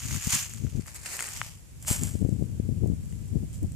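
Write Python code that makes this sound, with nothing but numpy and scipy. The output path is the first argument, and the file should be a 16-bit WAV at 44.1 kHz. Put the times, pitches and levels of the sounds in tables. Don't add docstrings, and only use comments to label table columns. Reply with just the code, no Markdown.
import sys
import numpy as np
from scipy import signal
from scipy.fft import rfft, irfft, next_fast_len
from scipy.io import wavfile
from scipy.ndimage import uniform_filter1d

SR = 44100
rng = np.random.default_rng(int(sys.argv[2]) if len(sys.argv) > 2 else 0)


def to_wav(sig):
    pcm = np.clip(np.atleast_2d(sig), -1, 1) * 32767
    pcm = np.round(pcm).astype(np.int16)
    wavfile.write(sys.argv[1], SR, pcm.T)


N = 165375
T = np.arange(N) / SR

# (time [s], relative level [dB])
FIRST_STEP = [(0, -39), (.05, -39.5), (.16, -34.5), (.19, -38), (.26, -33.5), (.29, -34), (.325, -26),
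              (.35, -24.5), (.38, -28), (.45, -36.5), (.48, -43), (.6, -51), (.8, -56)]
SECOND_STEP = [(.8, -51.5), (.855, -58.5), (.878, -47), (.894, -44.5), (.901, -50), (.943, -50),
               (.957, -44), (.975, -46.5), (.982, -50.5), (1.045, -45.5), (1.065, -36.5), (1.085, -39.5),
               (1.15, -35.5), (1.185, -40.5), (1.23, -36), (1.3, -41), (1.36, -53)]
SECOND_ROLL_OFF = [(1.25, -59), (1.32, -43), (1.37, -40.5), (1.43, -43), (1.48, -44.5), (1.51, -51),
                   (1.6, -62.5)]
THIRD_STEP = [(1.8, -55.5), (1.862, -44), (1.873, -34), (1.885, -30), (1.93, -28.5), (1.98, -36),
              (2.01, -40), (2.04, -37), (2.09, -41.5), (2.14, -47.5), (2.25, -59), (2.35, -62.5),
              (2.6, -70)]
STANDING_SHUFFLE = [(2.3, -61.5), (2.62, -67), (2.95, -74), (3.05, -56), (3.2, -58.5), (3.45, -63),
                    (3.55, -47.5), (3.6, -56.5), (3.75, -62)]
# (frequency [Hz], relative level [dB])
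FIRST_TONE = [(350, -39), (600, -16.5), (1030, -14), (1120, -12), (1580, -14), (2180, -10), (2730, -9),
              (3340, -11), (3810, -15.5), (5680, -9.5), (7020, -2), (7810, -8), (11600, -18),
              (12800, -15.5), (14400, -16.5)]
SECOND_TONE = [(400, -0.5), (850, -3), (1300, -3.5), (2000, -1), (2650, -2.5), (3450, -11), (4500, -3.5),
               (6000, -3), (7000, 3), (8000, 2.5), (9000, 1.5), (11200, -8.5), (14400, -7.5)]
ROLL_OFF_TONE = [(290, -71), (500, -9.5), (1020, -9), (1500, -12.5), (1930, -9), (3070, -7.5),
                 (4010, -15.5), (4360, -11), (7030, -3), (9310, -10.5), (14400, -17)]
THIRD_TONE = [(350, -43), (600, -5.5), (676, -11.5), (994, -14.5), (1330, -18), (1790, -17), (1910, -22),
              (2070, -16), (2630, -18), (3080, -12.5), (3760, -19), (6150, -11.5), (7610, -2),
              (10600, -14.5), (14400, -18)]
# (frequency [Hz], side minus mid [dB])
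FIRST_WIDTH = [(60, -1), (180, 10), (550, -7), (1650, -2.5), (4970, -2.5), (15000, -10.5)]
SECOND_WIDTH = [(60, 7), (180, -19), (550, -25), (1650, 1), (4970, -2), (15000, -6.5)]
THIRD_WIDTH = [(60, 1), (150, 6), (380, -25), (950, -3.5), (2380, 7), (5980, -22), (15000, 2)]


def footsteps():
    first = crunch(FIRST_STEP, FIRST_TONE, FIRST_WIDTH, gain_db=0, low_hz=463, scatter_db=1)
    second = crunch(SECOND_STEP, SECOND_TONE, SECOND_WIDTH, gain_db=1, low_hz=302, scatter_db=.5)
    roll = crunch(SECOND_ROLL_OFF, ROLL_OFF_TONE, SECOND_WIDTH, gain_db=0, low_hz=400, scatter_db=-2)
    third = crunch(THIRD_STEP, THIRD_TONE, THIRD_WIDTH, gain_db=0, low_hz=507, scatter_db=.5)
    shuffle = crunch(STANDING_SHUFFLE, THIRD_TONE, SECOND_WIDTH, gain_db=-4, low_hz=400, scatter_db=4)
    return first + second + roll + third + shuffle


def crunch(pressure, tone, width, gain_db, low_hz, scatter_db, leaves=48, ring_share=.31):
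    times, levels = np.transpose(pressure)
    span = (T >= times[0]) & (T <= times[-1])
    db = np.interp(T[span], times, levels)
    n = len(db)
    folds_per_s = 4000 * from_db(.6 * (db + 35))
    breaks = rng.random(N)[:n] < folds_per_s / SR
    strength = from_db(scatter_db * np.minimum(rng.exponential(1, N)[:n], 4.5))
    clicks = breaks * strength * rng.choice([-1, 1], N)[:n]
    leaf_of_click = rng.integers(0, leaves, N)[:n]
    folds = 0
    for k, hz in enumerate(np.linspace(1000, 14000, leaves)):
        puff = fracture(t60_s=.0054)
        ring = signal.lfilter(*signal.iirpeak(hz, Q=hz / 1200, fs=SR), puff)
        leaf = rms_one(puff) + ring_share * rms_one(ring)
        own_clicks = clicks * (leaf_of_click == k)
        folds = folds + signal.oaconvolve(own_clicks[None], leaf, axes=1)[:, :n]
    mid, side = colour(folds, tone, low_hz)
    crackle = evened(to_stereo(mid, colour(side, width)), span_s=.089)
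    out = np.zeros((2, N))
    out[:, span] = crackle * from_db(db + gain_db + crumple_db()[span])
    return out


def crumple_db(per_s=70, decay_s=.004, jump_db=4.5):
    jumps = rng.random(N) < per_s / SR
    decays = signal.lfilter([1], [1, -np.exp(-1 / (decay_s * SR))], jumps + 1e-18)
    swell = np.minimum(decays, 1)
    return jump_db * (swell - swell.mean())


def fracture(t60_s, size=600):
    return rng.standard_normal((2, size)) * from_db(-60 * np.arange(size) / SR / t60_s)


# (frequency [Hz], left minus right [dB])
LITTER_LEAN = [(600, 4.5), (2000, 5), (3200, 1), (5000, -0.5), (8500, 0), (12000, -4.5), (14000, -5.5)]


def to_stereo(mid, side):
    lean = np.array(LITTER_LEAN)
    return np.array([colour(mid + side, lean * [1, .5]), colour(mid - side, lean * [1, -.5])])


# (time [s], relative level [dB])
STALK_SNAPS = [(0.06, -23.5), (0.099, -27), (.2128, -24), (.2465, -18), (0.256, -22), (0.271, -14),
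               (.279, -16), (.3052, -13), (0.35, -9), (.3715, -14), (0.433, -23), (0.496, -28), (.561, -31),
               (0.8665, -27), (0.9458, -25), (.9565, -27.5), (0.963, -24), (1.103, -23), (1.152, -25),
               (1.1674, -21), (1.2695, -23.5), (1.3347, -18), (1.365, -29), (1.373, -26), (1.826, -24.5),
               (1.9265, -18), (1.964, -21), (2.035, -11.5), (2.0914, -26), (2.191, -35), (2.294, -35),
               (2.8741, -33), (3.05, -41), (3.2136, -42), (3.258, -43), (3.6298, -31.5), (3.72, -34)]
# (time [s], relative crack level [dB], relative knock level [dB], knock pitch [Hz], knock t60 [s])
TWIG_BREAKS = [(.0195, -26.5, -31.5, 1510, 0.0078), (.109, -42, -26, 1400, 0.0081),
               (0.1436, -27, -26.5, 1330, 0.0058), (.1622, -17, -29, 1200, 0.0065),
               (0.5367, -21.5, -35, 1820, 0.0047), (0.6674, -43, -35, 1480, .006),
               (.861, -48, -37, 1240, 0.011), (.8815, -28, -28, 1340, 0.0057),
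               (1.0611, -26.5, -23, 1820, 0.016), (1.1422, -39, -31, 600, 0.0074),
               (1.192, -20.5, -17, 1850, 0.01), (1.198, -36, -24, 2130, 0.011),
               (1.2063, -15.5, -20.5, 1480, 0.018), (1.2249, -15, -25.5, 1400, 0.014),
               (1.242, -25, -25, 1900, 0.01), (1.2815, -39, -25.5, 1860, .009),
               (1.288, -18.5, -28, 1470, 0.0051), (1.4156, -30, -9, 1350, 0.0054),
               (1.849, -43, -33, 1300, .006), (1.882, -12, -26, 2010, 0.0046),
               (3.1249, -35, -45, 2030, 0.019)]
# (multiple of the pitch [ratio], relative level [dB], share of the t60 [ratio])
WOOD_MODES = [(1, -4.5, 1), (1.45, 1.5, 0.52), (2.15, -13, 1)]


def snaps(size=1000, ground_lag_s=.000099, ground_share=.46, left_lag_s=.00004, pan_db=3):
    cracks, knocks = np.zeros((2, N + SR)), np.zeros(N + SR)
    t = np.arange(size) / SR
    breaks = [(at, crack(db - .5, low_hz=1670)) for at, db in STALK_SNAPS]
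    for at, crack_db, knock_db, hz, t60 in TWIG_BREAKS:
        breaks.append((at, crack(crack_db - 1.5, low_hz=.66 * hz)))
        start = int(at * SR)
        for multiple, mode_db, share in WOOD_MODES:
            decay = from_db(knock_db + mode_db - 6.5 - 60 * t / (share * t60))
            knocks[start:start + size] += decay * np.sin(2 * np.pi * hz * multiple * t)
    for at, sound in breaks:
        start = int(at * SR)
        cracks[:, start:start + sound.shape[1]] += sound
    knocks = butter(knocks[:N], 1040, "high")
    knocks += ground_share * np.interp(T - ground_lag_s, T, knocks)
    left = np.interp(T - left_lag_s, T, knocks) * from_db(pan_db)
    right = knocks * from_db(-pan_db)
    mid, side = cracks[:, :N]
    return to_stereo(mid, side * from_db(-6)) + np.array([left, right])


# (frequency [Hz], relative level [dB])
CRACK_TONE = [(700, -2), (2000, -9), (3600, -26), (4800, -9), (6000, -9), (7200, 9), (9000, 0.5),
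              (11000, -17.5), (14400, -1.5)]


def crack(peak_db, low_hz, ring_share=.36, ring_range_hz=(6200, 11500)):
    puff = fracture(t60_s=.0065)
    ring = signal.lfilter(*signal.iirpeak(rng.uniform(*ring_range_hz), Q=10, fs=SR), puff)
    snap = colour(rms_one(puff), CRACK_TONE, low_hz)
    out = rms_one(snap) + ring_share * rms_one(ring)
    return out / np.abs(out).max() * from_db(peak_db)


# (time [s], left strength [dB], right strength [dB])
PORT_BREEZE = [(0, -48, -57), (.1, -51, -36), (.2, -45, -56), (.5, -40, -61), (.75, -44, -43.5),
               (.9, -46, -54), (1.2, -49.5, -60), (1.4, -42.5, -51.5), (1.7, -47.5, -53),
               (1.87, -38.5, -39), (1.93, -29, -49), (2.2, -33, -44.5), (2.5, -32.5, -41),
               (2.88, -26.5, -37), (3.02, -33, -39.5), (3.27, -33, -44.5), (3.55, -37.5, -34),
               (3.75, -39, -34)]
# (time [s], half length [s], strength [dB])
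LEFT_GUSTS = [(0.064, 0.03, -33), (0.148, 0.029, -25.5), (0.274, 0.0078, -26), (0.351, 0.014, -26.5),
              (0.629, 0.022, -27.5), (0.673, 0.016, -24), (0.769, 0.03, -25), (1.911, 0.008, -23),
              (2.025, 0.015, -23.5), (2.053, 0.0042, -20), (2.151, 0.0077, -21.5), (2.222, 0.015, -20),
              (2.256, 0.0097, -19), (2.329, 0.028, -22), (2.415, 0.023, -21), (2.706, 0.015, -23.5),
              (2.844, 0.02, -20.5), (2.917, 0.018, -25.5), (3.356, 0.026, -21.5), (3.431, 0.015, -23.5),
              (3.646, 0.02, -24)]
# (frequency [Hz], relative level per Hz [dB], growth with strength [dB/dB])
WIND_RUMBLE = [(25, -35.5, 0), (47, -11, 0.54), (83.2, 3.5, 0.96), (133.4, -2.5, 1), (207, -9, 1.53),
               (306, -22, 1.75), (516, -37.5, 1.1), (890, -56, 0.7), (1400, -69, 4.5)]


def wind(reference_db=-28, gain_db=.5, flutter_db=2.5, flutter_s=.013, top_hz=720):
    times, left_db, right_db = np.transpose(PORT_BREEZE)
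    left_power = from_db(np.interp(T, times, left_db)) ** 2
    for at, half_s, db in LEFT_GUSTS:
        left_power += from_db(db) ** 2 * np.exp(-((T - at) / half_s) ** 2)
    strength_db = np.array([10 * np.log10(left_power), np.interp(T, times, right_db)])
    for port_db, knots in zip(strength_db, rng.standard_normal((2, 4000))):
        port_db += flutter_db * np.interp(T / flutter_s, np.arange(len(knots)), knots)
    edges = 20 * 2 ** np.arange(0, 6.6, .5)
    centres = np.sqrt(edges[1:] * edges[:-1])
    gains = from_db(at_hz(WIND_RUMBLE, centres)) * np.sqrt(centres)
    gains /= np.linalg.norm(gains)
    white = rng.standard_normal((2, 2, N + SR))
    rumble = 0
    for k, hz in enumerate(centres):
        band = butter(white[k % 2], edges[k:k + 2], "band")[:, SR:]
        band = np.array([evened(port, span_s=.027 + .77 / hz) for port in band])
        growth_db = at_hz(WIND_RUMBLE, hz, column=2) * (strength_db - reference_db)
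        rumble = rumble + band * gains[k] * from_db(reference_db + gain_db + growth_db)
    return butter(rumble, top_hz, "low", order=4)


# (time [s], half width [s], relative peak [dB])
LEFT_EDDIES = [(0.638, .0024, -16), (0.6486, 0.0017, -15), (0.761, 0.0033, -13), (0.785, .0024, -16),
               (0.7958, .0018, -13), (2.154, 0.0014, -16.5), (2.219, .0014, -15.5), (2.227, .0013, -14),
               (2.25, 0.0014, -9.5), (2.263, 0.0015, -15), (2.291, .0015, -10.5), (2.424, 0.0014, -11),
               (2.6, 0.0016, -10), (2.691, 0.0016, -13), (2.7251, 0.0024, -14), (2.8353, 0.0011, -16.5),
               (2.844, 0.0011, -18), (2.86, 0.0011, -15), (2.9008, 0.0018, -10.5), (3.358, 0.0018, -8),
               (3.369, 0.0021, -10)]


def buffets(gain_db=1, port_low_hz=56):
    pressure = 0
    for at, half_s, db in LEFT_EDDIES:
        u = (T - at) / half_s
        pulse = (1 - u ** 2) / (1 + u ** 2) ** 2
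        pressure = pressure + rng.choice([-1, 1]) * from_db(db + gain_db) * pulse
    return butter(pressure, port_low_hz, "high") * np.array([[1], [0]])


# (frequency [Hz], relative level [dB])
HISS_TONE = [(200, 16.5), (700, 2.5), (1400, -1), (2400, 1.5), (4000, -3), (6000, 0.5), (7300, 6),
             (9000, 1.5), (11000, -1.5), (14400, -5.5)]
# (frequency [Hz], level [dB])
WHINE_PARTIALS = [(7374, -74), (8040, -74), (8710, -76), (9375, -74), (10050, -73), (10720, -75)]


def hiss_and_whine(left_db=-56, right_db=-55, jitter_hz=450):
    hiss = rms_one(colour(rng.standard_normal((2, N)), HISS_TONE, low_hz=59.7))
    whine = 0
    for hz, db in WHINE_PARTIALS:
        cycles = np.cumsum(hz + jitter_hz * rng.standard_normal(N)) / SR
        whine = whine + from_db(db) * np.sin(2 * np.pi * cycles)
    return hiss * from_db([[left_db], [right_db]]) + whine * np.array([[0], [1]])


def from_db(db):
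    return 10 ** (np.asarray(db) / 20)


def rms_one(x):
    return x / np.sqrt(np.mean(x ** 2) + 1e-20)


def at_hz(points, hz, column=1):
    table = np.array(points)
    return np.interp(np.log(np.maximum(hz, 1)), np.log(table[:, 0]), table[:, column])


def butter(x, hz, kind, order=2):
    return signal.sosfilt(signal.butter(order, hz, kind, fs=SR, output="sos"), x)


def colour(x, points, low_hz=0):
    size = 2 * next_fast_len(x.shape[-1] // 2 + 2048)
    hz = np.arange(size // 2 + 1) * SR / size + 1
    gain = from_db(at_hz(points, hz)) / (1 + (low_hz / hz) ** 2)
    cepstrum = irfft(np.log(gain))
    cepstrum[1:size // 2] *= 2
    cepstrum[size // 2 + 1:] = 0
    return irfft(rfft(x, size) * np.exp(rfft(cepstrum)))[..., :x.shape[-1]]


def evened(x, span_s):
    power = np.mean(np.atleast_2d(x) ** 2, axis=0)
    for _ in range(2):
        power = uniform_filter1d(power, max(int(span_s * SR), 2))
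    return x / np.sqrt(np.abs(power) + 1e-12)


def scene():
    return footsteps() + snaps() + wind() + buffets() + hiss_and_whine()


def record(dry):
    return signal.sosfilt(signal.ellip(10, .3, 70, 14520, fs=SR, output="sos"), dry)


dry = scene()
out = record(dry)
to_wav(out)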